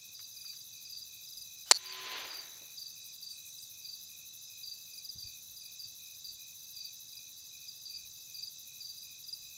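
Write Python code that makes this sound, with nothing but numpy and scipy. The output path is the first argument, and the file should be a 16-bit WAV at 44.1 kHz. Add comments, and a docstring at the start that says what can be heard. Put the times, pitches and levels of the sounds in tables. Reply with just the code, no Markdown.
"""Crickets chirp and trill in a farmyard at night, each wing stroke a short tone; two katydids rasp
out of step. At 1.7 s an air rifle fires: a sharp crack of released air, then a short steel rattle as
the hammer bounces ever faster. Echo from the surroundings swells and dies with two faint ringing tones.
The insects carry on throughout, over night air and a few soft knocks."""
import sys
import numpy as np
from scipy import signal
from scipy.fft import rfft, irfft, next_fast_len
from scipy.io import wavfile

SR = 44100
rng = np.random.default_rng(int(sys.argv[2]) if len(sys.argv) > 2 else 0)


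def wrap_up_sound(samples):
    """Save the sound to the file named by the first command line argument, as 16-bit audio."""
    columns = np.atleast_2d(samples).T
    # keep every value between -1 and 1, then stretch to whole-number steps
    tamed = np.clip(columns, -1, 1)
    steps = np.round(tamed * 32767).astype(np.int16)
    wavfile.write(sys.argv[1], SR, steps)


N = 422037
TIME = np.arange(N) / SR

# hammer and valve blows (time [s], level [dB], dull crack re ring [dB])
ACTION_BLOWS = [(1.7111, -24, 2), (1.7152, -17.5, -24), (1.7185, -18, 1.5), (1.924, -38, -19)]
# rifle modes (frequency [Hz], width [Hz], relative level [dB])
STEEL_MODES = [(4436, 310, 1), (4810, 380, -10), (5780, 440, -6.5), (7040, 370, -16.5), (9900, 240, -21.5)]
# crack (frequency [Hz], relative level [dB])
CRACK_SPECTRUM = [(150, -37.5), (330, -18.5), (680, -0.5), (1000, -6), (1450, -2), (2100, -6.5), (3200, -3),
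                  (4400, 0.5), (5600, 0.5), (6500, -2), (7500, -4), (8500, -7.5), (11000, -12.5),
                  (16000, -31)]
# echo (frequency [Hz], relative level [dB])
ECHO_SPECTRUM = [(150, -28), (330, -2.5), (600, -3.5), (1200, -2.5), (2400, 2.5), (4400, 3.5), (5500, -9.5),
                 (7000, -22.5), (10000, -34)]
# tones in the echo (pitch [Hz], peak time [s], level [dB], fade [dB/s])
ECHO_TONES = [(377, 2.03, -61.5, 90), (1020, 2.13, -52, 76)]
# field cricket by the sheds (first stroke [s], strokes [count], level before trim [dB])
CLEAR_SONG = [(.461, 2, -41.5), (.93, 2, -42), (1.865, 2, -43), (2.313, 3, -42), (2.783, 3, -42.5),
              (3.232, 3, -44), (3.854, 3, -42.5), (4.64, 3, -41), (5.189, 3, -43), (5.801, 2, -42.5),
              (6.252, 2, -42.5), (6.771, 3, -42.5), (7.864, 3, -42), (8.352, 3, -42), (8.814, 3, -42)]
# cricket in the open (first stroke [s], strokes [count], level [dB], growth [dB/stroke], overtone [dB])
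BUZZY_SONG = [(.155, 3, -49.5, -0.5, -24), (.373, 2, -49.5, 3, -11), (.569, 2, -49.5, -1, -24),
              (.86, 2, -49, 1, -22), (1.026, 1, -45.5, 0, -28), (1.243, 3, -51.5, 2, -22),
              (1.378, 2, -46.5, 0, -9.5), (3.59, 2, -49, 0, -18), (4.941, 2, -47.5, 4, -11),
              (5.054, 2, -42, 3, -25), (5.573, 3, -49, 0, -11), (7.088, 3, -51.5, 4, -14),
              (7.69, 1, -43, 0, -25), (7.967, 1, -43, 0, -24), (8.435, 2, -43, 0, -22),
              (8.983, 2, -49, 0, -13), (9.247, 3, -43.5, 5.5, -20)]
# unbroken trills (rate [strokes/s], pitch [Hz], fall [Hz], stroke length [s], level [dB],
# tempo wander [ratio], flutter [dB], reflections [dB])
TRILL_VOICES = [(80.3, 6140, 700, 0.01, -57, .004, 0.86, -10.5),
                (49.66, 3945, 130, 0.015, -60, .004, 1.5, -10.5),
                (47.2, 3740, 460, .017, -68, .03, 1.5, -4.5), (40, 2600, 150.7, .02, -76, .06, 3., -3.5)]
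# tree cricket pace (time [s], chirp period [s])
TREE_PACE = [(1.8, .3715), (3.0, .3797)]
# high crickets (rate [pips/s], top pitch [Hz], pitch arch [Hz], level [dB])
HIGH_VOICES = [(13.1, 7305, 120, -73), (14, 7060, 380, -68)]
# katydids (start phase [cycles], level [dB])
KATYDID_VOICES = [(.2, -58.5), (.34, -60.4)]
# katydid pace (time [s], first [rasps/s], second [rasps/s])
KATYDID_PACE = [(0.0, 13.13, 11.72), (1.9, 12.45, 11.61), (3.8, 12.37, 11.6), (5.7, 13.35, 11.64),
                (7.6, 13.25, 11.32), (9.5, 13.14, 11.9)]
# katydid rasp (frequency [Hz], relative level [dB])
RASP_SPECTRUM = [(7500, -33), (9000, -15.5), (10000, -7), (11000, -2), (12500, -1), (14000, 0.5),
                 (15200, -2), (16000, -8)]
# taps and bumps (time [s], level before trim [dB], centre [Hz], decay [s])
KNOCK_EVENTS = [(.193, -58.5, 1800, 0.01), (.446, -68.5, 1500, 0.015), (.53, -70, 2000, 0.028),
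                (1.33, -69, 50, 0.061), (2.612, -61.5, 383, 0.017), (5.15, -54.5, 80, .03),
                (5.236, -54, 65, 0.024), (5.48, -69.5, 55, 0.065), (5.84, -60.5, 70, 0.029),
                (6.24, -73, 50.1, .1), (7.94, -73, 69.6, 0.2), (9.39, -71, 50.1, 0.064)]
# far insect bands (centre [Hz], width [Hz], level [dB])
CHORUS_BANDS = [(3628, 460, -67.5), (3986, 260, -65), (4650, 500, -67), (5380, 870, -64.5),
                (6170, 740, -62), (6990, 500, -69), (8020, 380, -75), (9450, 400, -79)]
# puffs of lisping hiss (peak time [s], level [dB])
LISP_PUFFS = [(3.07, -62), (3.35, -59), (3.49, -60), (3.63, -59)]
# night air (frequency [Hz], relative level [dB])
AIR_SPECTRUM = [(20, -34), (40, -23), (65, -7), (110, 1.5), (160, -4), (250, -11), (500, -15), (1000, -18),
                (2000, -19), (5000, -14), (9000, -13), (12000, -11.5), (15500, -17.5)]


def rifle(low_cut_hz=325, squeak_hz=3020, squeak_db=-58, lead_in_hiss_db=-52):
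    """A faint squeak over a soft rising hiss, then the shot; the small bore radiates no bass."""
    out = muzzle() + action()
    add(out, 1.663, amp(squeak_db) * stroke(squeak_hz, fall_hz=-150, length_s=.046))
    rise = np.sqrt(np.linspace(0, 1, round(.058 * SR)))
    add(out, 1.653, amp(lead_in_hiss_db) * rise * coloured(CRACK_SPECTRUM)[:len(rise)])
    return signal.sosfilt(signal.butter(6, low_cut_hz, "high", fs=SR, output="sos"), out)


def muzzle(at_s=1.7121, crack_db=-12.5, length_s=.00304, push_db=-8, push_hz=1000, push_s=.00046,
           whistle_hz=7400, whistle_db=-13.5):
    """Air burst: one pressure swing, then brief jet noise that whistles in the muzzle."""
    t, out = np.arange(SR // 20) / SR, np.zeros(N)
    envelope = (1 - np.exp(-t / .0002)) * np.exp(-(t / length_s) ** 4)
    phase = np.angle(rfft(coloured(CRACK_SPECTRUM)[:len(t)] * envelope))
    magnitude = spectrum_gain(CRACK_SPECTRUM, np.fft.rfftfreq(len(t), 1 / SR))
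    jet = irfft(magnitude * np.exp(1j * phase), len(t)) * np.sqrt(envelope)  # fills every band
    add(out, at_s, amp(crack_db) * jet * np.linalg.norm(envelope) / np.linalg.norm(jet))
    from_peak_s = t - 2 * push_s
    push = np.exp(-(from_peak_s / push_s) ** 2) * np.cos(2 * np.pi * push_hz * from_peak_s)
    add(out, at_s - .0004, -amp(push_db) * push)
    add(out, at_s + .00066, amp(whistle_db) * stroke(whistle_hz, 0, length_s))
    return out


def action(hard_rise_s=.00059, hard_db=-18, softening=.35, contact_s=.0024, scrape_db=-13):
    """Hammer and valve strike, then chatter; all ring the same steel, weak blows with a rounder attack."""
    t, out, crack = np.arange(SR // 20) / SR, np.zeros(N), coloured(CRACK_SPECTRUM)
    touch = np.exp(-(t / contact_s) ** 2)
    for s, db, dull_db in ACTION_BLOWS + bounces():
        rise_s = hard_rise_s * amp(softening * (hard_db - db))
        onset = 1 - np.exp(-(t / rise_s) ** 2)
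        phases = 2 * np.pi * rng.random(len(STEEL_MODES))
        ring = sum(amp(mode_db) * np.exp(-np.pi * width_hz * t) * np.sin(2 * np.pi * hz * t + phase)
                   for (hz, width_hz, mode_db), phase in zip(STEEL_MODES, phases))
        scrape = signal.fftconvolve(touch * rng.standard_normal(len(t)), ring)[:len(t)]
        dull = touch * crack[round(s * SR):][:len(t)]
        blow = unit(onset * ring) + amp(scrape_db) * unit(scrape) + amp(dull_db) * unit(dull)
        add(out, s, amp(db) * blow * np.sqrt(contact_s / t[-1]))
    return out


def bounces(start_s=1.7312, gap_s=.0072, shrink=.877, top_db=-33.3, ends_db=-3.5, dull_db=-18, count=10):
    """Quickening hammer bounces, strongest mid-run; rows as in ACTION_BLOWS."""
    gaps_s = gap_s * shrink ** np.arange(count)
    times_s = start_s + np.cumsum(gaps_s) - gaps_s
    return [(s, top_db + ends_db * u ** 2, dull_db) for s, u in zip(times_s, np.linspace(-1, 1, count))]


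def echo(start_s=1.757, peak_s=2.165, peak_db=-41.5, ground_db=-51,
         thin_until_s=2.13, filling_s=.17, dulling_s=.38, patchy_db=.85):
    """The shot returns off nearby ground, then ever more surfaces; late returns lose their treble."""
    wash = coloured(ECHO_SPECTRUM)
    near = np.clip((thin_until_s - TIME) / filling_s, 0, 1)  # thin returns off grass and wire
    wash = np.sqrt(1 - near) * wash + np.sqrt(near) * unit(band(coloured(ECHO_SPECTRUM), 800, 9000))
    far = np.clip((TIME - thin_until_s) / dulling_s, 0, 1)
    wash = np.sqrt(1 - far) * wash + np.sqrt(far) * unit(band(coloured(ECHO_SPECTRUM), 216, 2230))
    shot_s = ACTION_BLOWS[0][0]
    ground = amp(ground_db) * swell(shot_s, shot_s + .0101, fade_db_per_s=190)
    surfaces = amp(peak_db) * swell(start_s, peak_s, fade_db_per_s=57.5)
    tones = sum(amp(db) * swell(start_s, s, fade) * np.sin(2 * np.pi * hz * TIME)
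                for hz, s, db, fade in ECHO_TONES)
    return wash * (ground + surfaces) * amp(patchy_db * drift(180)) + np.sqrt(2) * tones


def clear_cricket(trim_db=-1.57, gap_s=.041, length_s=.022, hz=4705, fall_hz=210, waver_hz=20,
                  first_sharp_hz=55, first_db=-.2, rough_db=1, wall_s=.018, wall_db=-14, wet_db=-5):
    """Two or three strokes that sag as they end, the first sharper; the sheds throw them back."""
    out = np.zeros(N)
    for start_s, strokes, db in CLEAR_SONG:
        for k, detune in enumerate(rng.standard_normal(round(strokes))):
            first = k == 0
            sharp_hz = first_sharp_hz * first
            pip = stroke(hz + sharp_hz + waver_hz * detune, fall_hz + 2 * sharp_hz, length_s,
                         overtone_db=-33, taper=.57, sag_hz=380)
            pip *= amp(db + trim_db + first_db * first)
            s = start_s + k * gap_s - length_s / 2
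            add(out, s, pip)
            add(out, s + wall_s, amp(wall_db) * pip)
    out *= amp(rough_db * drift(1200))
    return out + amp(wet_db) * scatter(out, t60_s=.29)


def buzzy_cricket(gap_s=.044, hz=4830, fall_hz=520, length_s=.02, wet_db=-11):
    """Steeply falling strokes, often growing through the chirp."""
    out = np.zeros(N)
    for start_s, strokes, mean_db, growth_db, overtone_db in BUZZY_SONG:
        for k in range(round(strokes)):
            db = mean_db + growth_db * (k - (round(strokes) - 1) / 2)
            pip = stroke(hz, fall_hz, length_s, overtone_db, taper=.52)
            add(out, start_s + k * gap_s - length_s / 2, amp(db) * pip)
    return out + amp(wet_db) * scatter(out, t60_s=.2)


def far_crickets(period_s=.55, gap_s=.044, hz=4850, level_db=-59.5, spread_db=3, wet_db=-3, count=3):
    """Distant neighbours: soft chirps of four uneven strokes at loose intervals."""
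    out = np.zeros(N)
    for _ in range(count):
        draws = rng.standard_normal((40, 8))
        starts_s = period_s * (np.arange(len(draws)) - rng.random() + .25 * draws[:, 0])
        for s, (sharp, loud, slow, *uneven) in zip(starts_s, draws[:, 1:]):
            pip = stroke(hz + 125 * sharp, fall_hz=600, length_s=.023)
            pip *= amp(level_db + spread_db * np.tanh(loud))
            for k, gain in enumerate(amp(spread_db * np.tanh(uneven))):
                add(out, s + k * gap_s * (1 + .092 * slow), gain * pip)
    return out + amp(wet_db) * scatter(out, t60_s=.24)


def trilling_crickets():
    """One stroke repeated without pause, at a slightly wandering tempo."""
    out = np.zeros(N)
    for rate_hz, hz, fall_hz, length_s, db, wander, flutter_db, wet_db in TRILL_VOICES:
        count = np.floor(np.cumsum(rate_hz * (1 + wander * drift(7))) / SR)
        impulses = np.diff(count, prepend=0) * amp(flutter_db * drift(18))
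        song = amp(db) * unit(signal.oaconvolve(impulses, stroke(hz, fall_hz, length_s))[:N])
        out += song + amp(wet_db) * scatter(song, t60_s=.15)
    return out


def tree_cricket(rate_hz=52, chirp_s=.155, hz=2505, level_db=-63.5, wet_db=-6):
    """Low, even chirps of wing strokes with a soft start; the pace eases a little, then holds."""
    out, start_s = np.zeros(N), -.03
    while start_s < N / SR:
        draws = rng.standard_normal((20, 3))
        for s, (late, sharp, loud) in zip(np.arange(start_s, start_s + chirp_s, 1 / rate_hz), draws):
            warm_up = 1 - np.exp(-1 - (s - start_s) * rate_hz)
            pip = stroke(hz + 22 * sharp, fall_hz=220, length_s=.019)
            add(out, s + .001 * late, warm_up * amp(level_db + 1.5 * loud) * pip)
        start_s += np.interp(start_s, *np.transpose(TREE_PACE))
    return out + amp(wet_db) * scatter(out, t60_s=.096)


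def high_crickets(wet_db=-8, wander=.03):
    """Thin pips whose pitch arches with wing speed."""
    out = np.zeros(N)
    for rate_hz, top_hz, arch_hz, db in HIGH_VOICES:
        speed = wing_beat(rate_hz * (1 + wander * drift(2)), rng.random())
        pitch_hz = top_hz - arch_hz * (1 - speed) + 35 * drift(60)
        tone = np.sin(2 * np.pi * np.cumsum(pitch_hz) / SR)
        out += amp(db + 1.8 * drift(4.1)) * unit(speed ** 4 * tone)
    return out + amp(wet_db) * scatter(out, t60_s=.15)


def katydids(sharpness=1.7, rest=.24, grain_db=1.5, uneven_db=.9, swell_db=.8):
    """Two toothy rasps drifting in and out of step."""
    out = np.zeros(N)
    times_s, *paces_hz = np.transpose(KATYDID_PACE)
    for pace_hz, (start_cycles, db) in zip(paces_hz, KATYDID_VOICES):
        speed = wing_beat(np.interp(TIME, times_s, pace_hz), start_cycles)
        flutter_db = grain_db * drift(370) + uneven_db * drift(25) + swell_db * drift(1.4)
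        pressure = (rest + speed ** sharpness) * amp(flutter_db)
        out += amp(db) * unit(pressure * coloured(RASP_SPECTRUM))
    return out


def knocks(trim_db=4.5):
    """Small dull contacts: fast-decaying noise puffs."""
    t, out = np.arange(SR // 2) / SR, np.zeros(N)
    for s, db, hz, decay_s in KNOCK_EVENTS:
        puff = unit(band(rng.standard_normal(len(t)), hz / 1.62, hz * 1.6))
        envelope = np.exp(-t / decay_s) * (1 - np.exp(-t * hz))
        add(out, s, amp(db + trim_db) * puff * envelope)
    return out


def night(air_db=-65, flutter_db=1.74, lisp_rise_s=.09):
    """Rumble and hiss, far insects blurred into bands, a brief lisping."""
    chorus = sum(amp(db + flutter_db * drift(70)) * noise(lambda f: np.exp(-2 * ((f - hz) / width) ** 2))
                 for hz, width, db in CHORUS_BANDS)
    air = amp(air_db) * coloured(AIR_SPECTRUM)
    puffs = sum(amp(db) * swell(s - lisp_rise_s, s, fade_db_per_s=250) for s, db in LISP_PUFFS)
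    lisp = puffs * unit(band(rng.standard_normal(N), 7600, 9300))
    return air + chorus + lisp


def stroke(hz, fall_hz, length_s, overtone_db=-29, taper=.66, sag_hz=0):
    """Gliding tone. In a wing stroke the file slows, so the pitch sinks, and may sag at the end."""
    u = np.linspace(0, 1, round(length_s * SR))
    phase = 2 * np.pi * np.cumsum(hz - fall_hz * (u - .5) - sag_hz * u ** 6) / SR
    tone = np.sin(phase) + amp(overtone_db) * np.sin(2 * phase)
    return np.sqrt(2) * signal.windows.tukey(len(u), taper) * tone


def wing_beat(rate_hz, start_cycles):
    """Smooth 0-1 rise and fall, once a stroke."""
    return .5 + .5 * np.cos(2 * np.pi * (np.cumsum(rate_hz) / SR + start_cycles))


def scatter(x, t60_s):
    """Reflections off ground, fence and sheds: sparse decaying taps."""
    t = np.arange(SR // 2) / SR
    taps = rng.standard_normal(len(t)) * (rng.random(len(t)) < 2000 / SR)
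    taps *= amp(-60 * t / t60_s) * (t > .003)
    return signal.oaconvolve(x, taps / np.linalg.norm(taps))[:N]


def swell(start_s, peak_s, fade_db_per_s):
    """Linear rise to 1, exponential fade."""
    rise = np.clip((TIME - start_s) / (peak_s - start_s), 0, 1)
    return rise * amp(-fade_db_per_s * np.maximum(TIME - peak_s, 0))


def noise(gain_at):
    """Noise of rms 1, shaped by a function of frequency."""
    size = next_fast_len(N, True)
    spectrum = rfft(rng.standard_normal(size)) * gain_at(np.fft.rfftfreq(size, 1 / SR))
    return unit(irfft(spectrum, size)[:N])


def spectrum_gain(points, at_hz):
    """Gain from (Hz, dB) points, joined in log frequency."""
    hz, db = np.transpose(points)
    return amp(np.interp(np.log(at_hz + 1), np.log(hz), db))


def coloured(points):
    """Noise of rms 1, shaped by (Hz, dB) points."""
    return noise(lambda f: spectrum_gain(points, f))


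def drift(rate_hz):
    """Random wander of rms 1."""
    knots_s = np.arange(0, N / SR + 1, 1 / rate_hz)
    return unit(np.interp(TIME, knots_s, rng.standard_normal(len(knots_s))))


def band(x, lo_hz, hi_hz):
    """Causal band-pass."""
    return signal.sosfilt(signal.butter(2, [lo_hz, hi_hz], "band", fs=SR, output="sos"), x)


def amp(db):
    """Decibels to gain."""
    return 10 ** (np.asarray(db) / 20)


def unit(x):
    """Scales to rms 1."""
    return x / np.sqrt(np.mean(x ** 2) + 1e-20)


def add(mix, at_s, sound):
    """Mixes a sound in at a time."""
    start = round(at_s * SR)
    sound = sound[max(-start, 0):]
    part = mix[max(start, 0):][:len(sound)]
    part += sound[:len(part)]


def scene():
    """The shot over the night insects, mono."""
    crickets = clear_cricket() + buzzy_cricket() + far_crickets()
    crickets += trilling_crickets() + tree_cricket() + high_crickets()
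    return (crickets + katydids() + night() + rifle() + echo() + knocks())[None]


def record(dry):
    """Low-pass at 15.8 kHz."""
    return signal.oaconvolve(dry, signal.firwin(511, 15800, window=("kaiser", 8), fs=SR)[None], "same")


dry = scene()
out = record(dry)
wrap_up_sound(out)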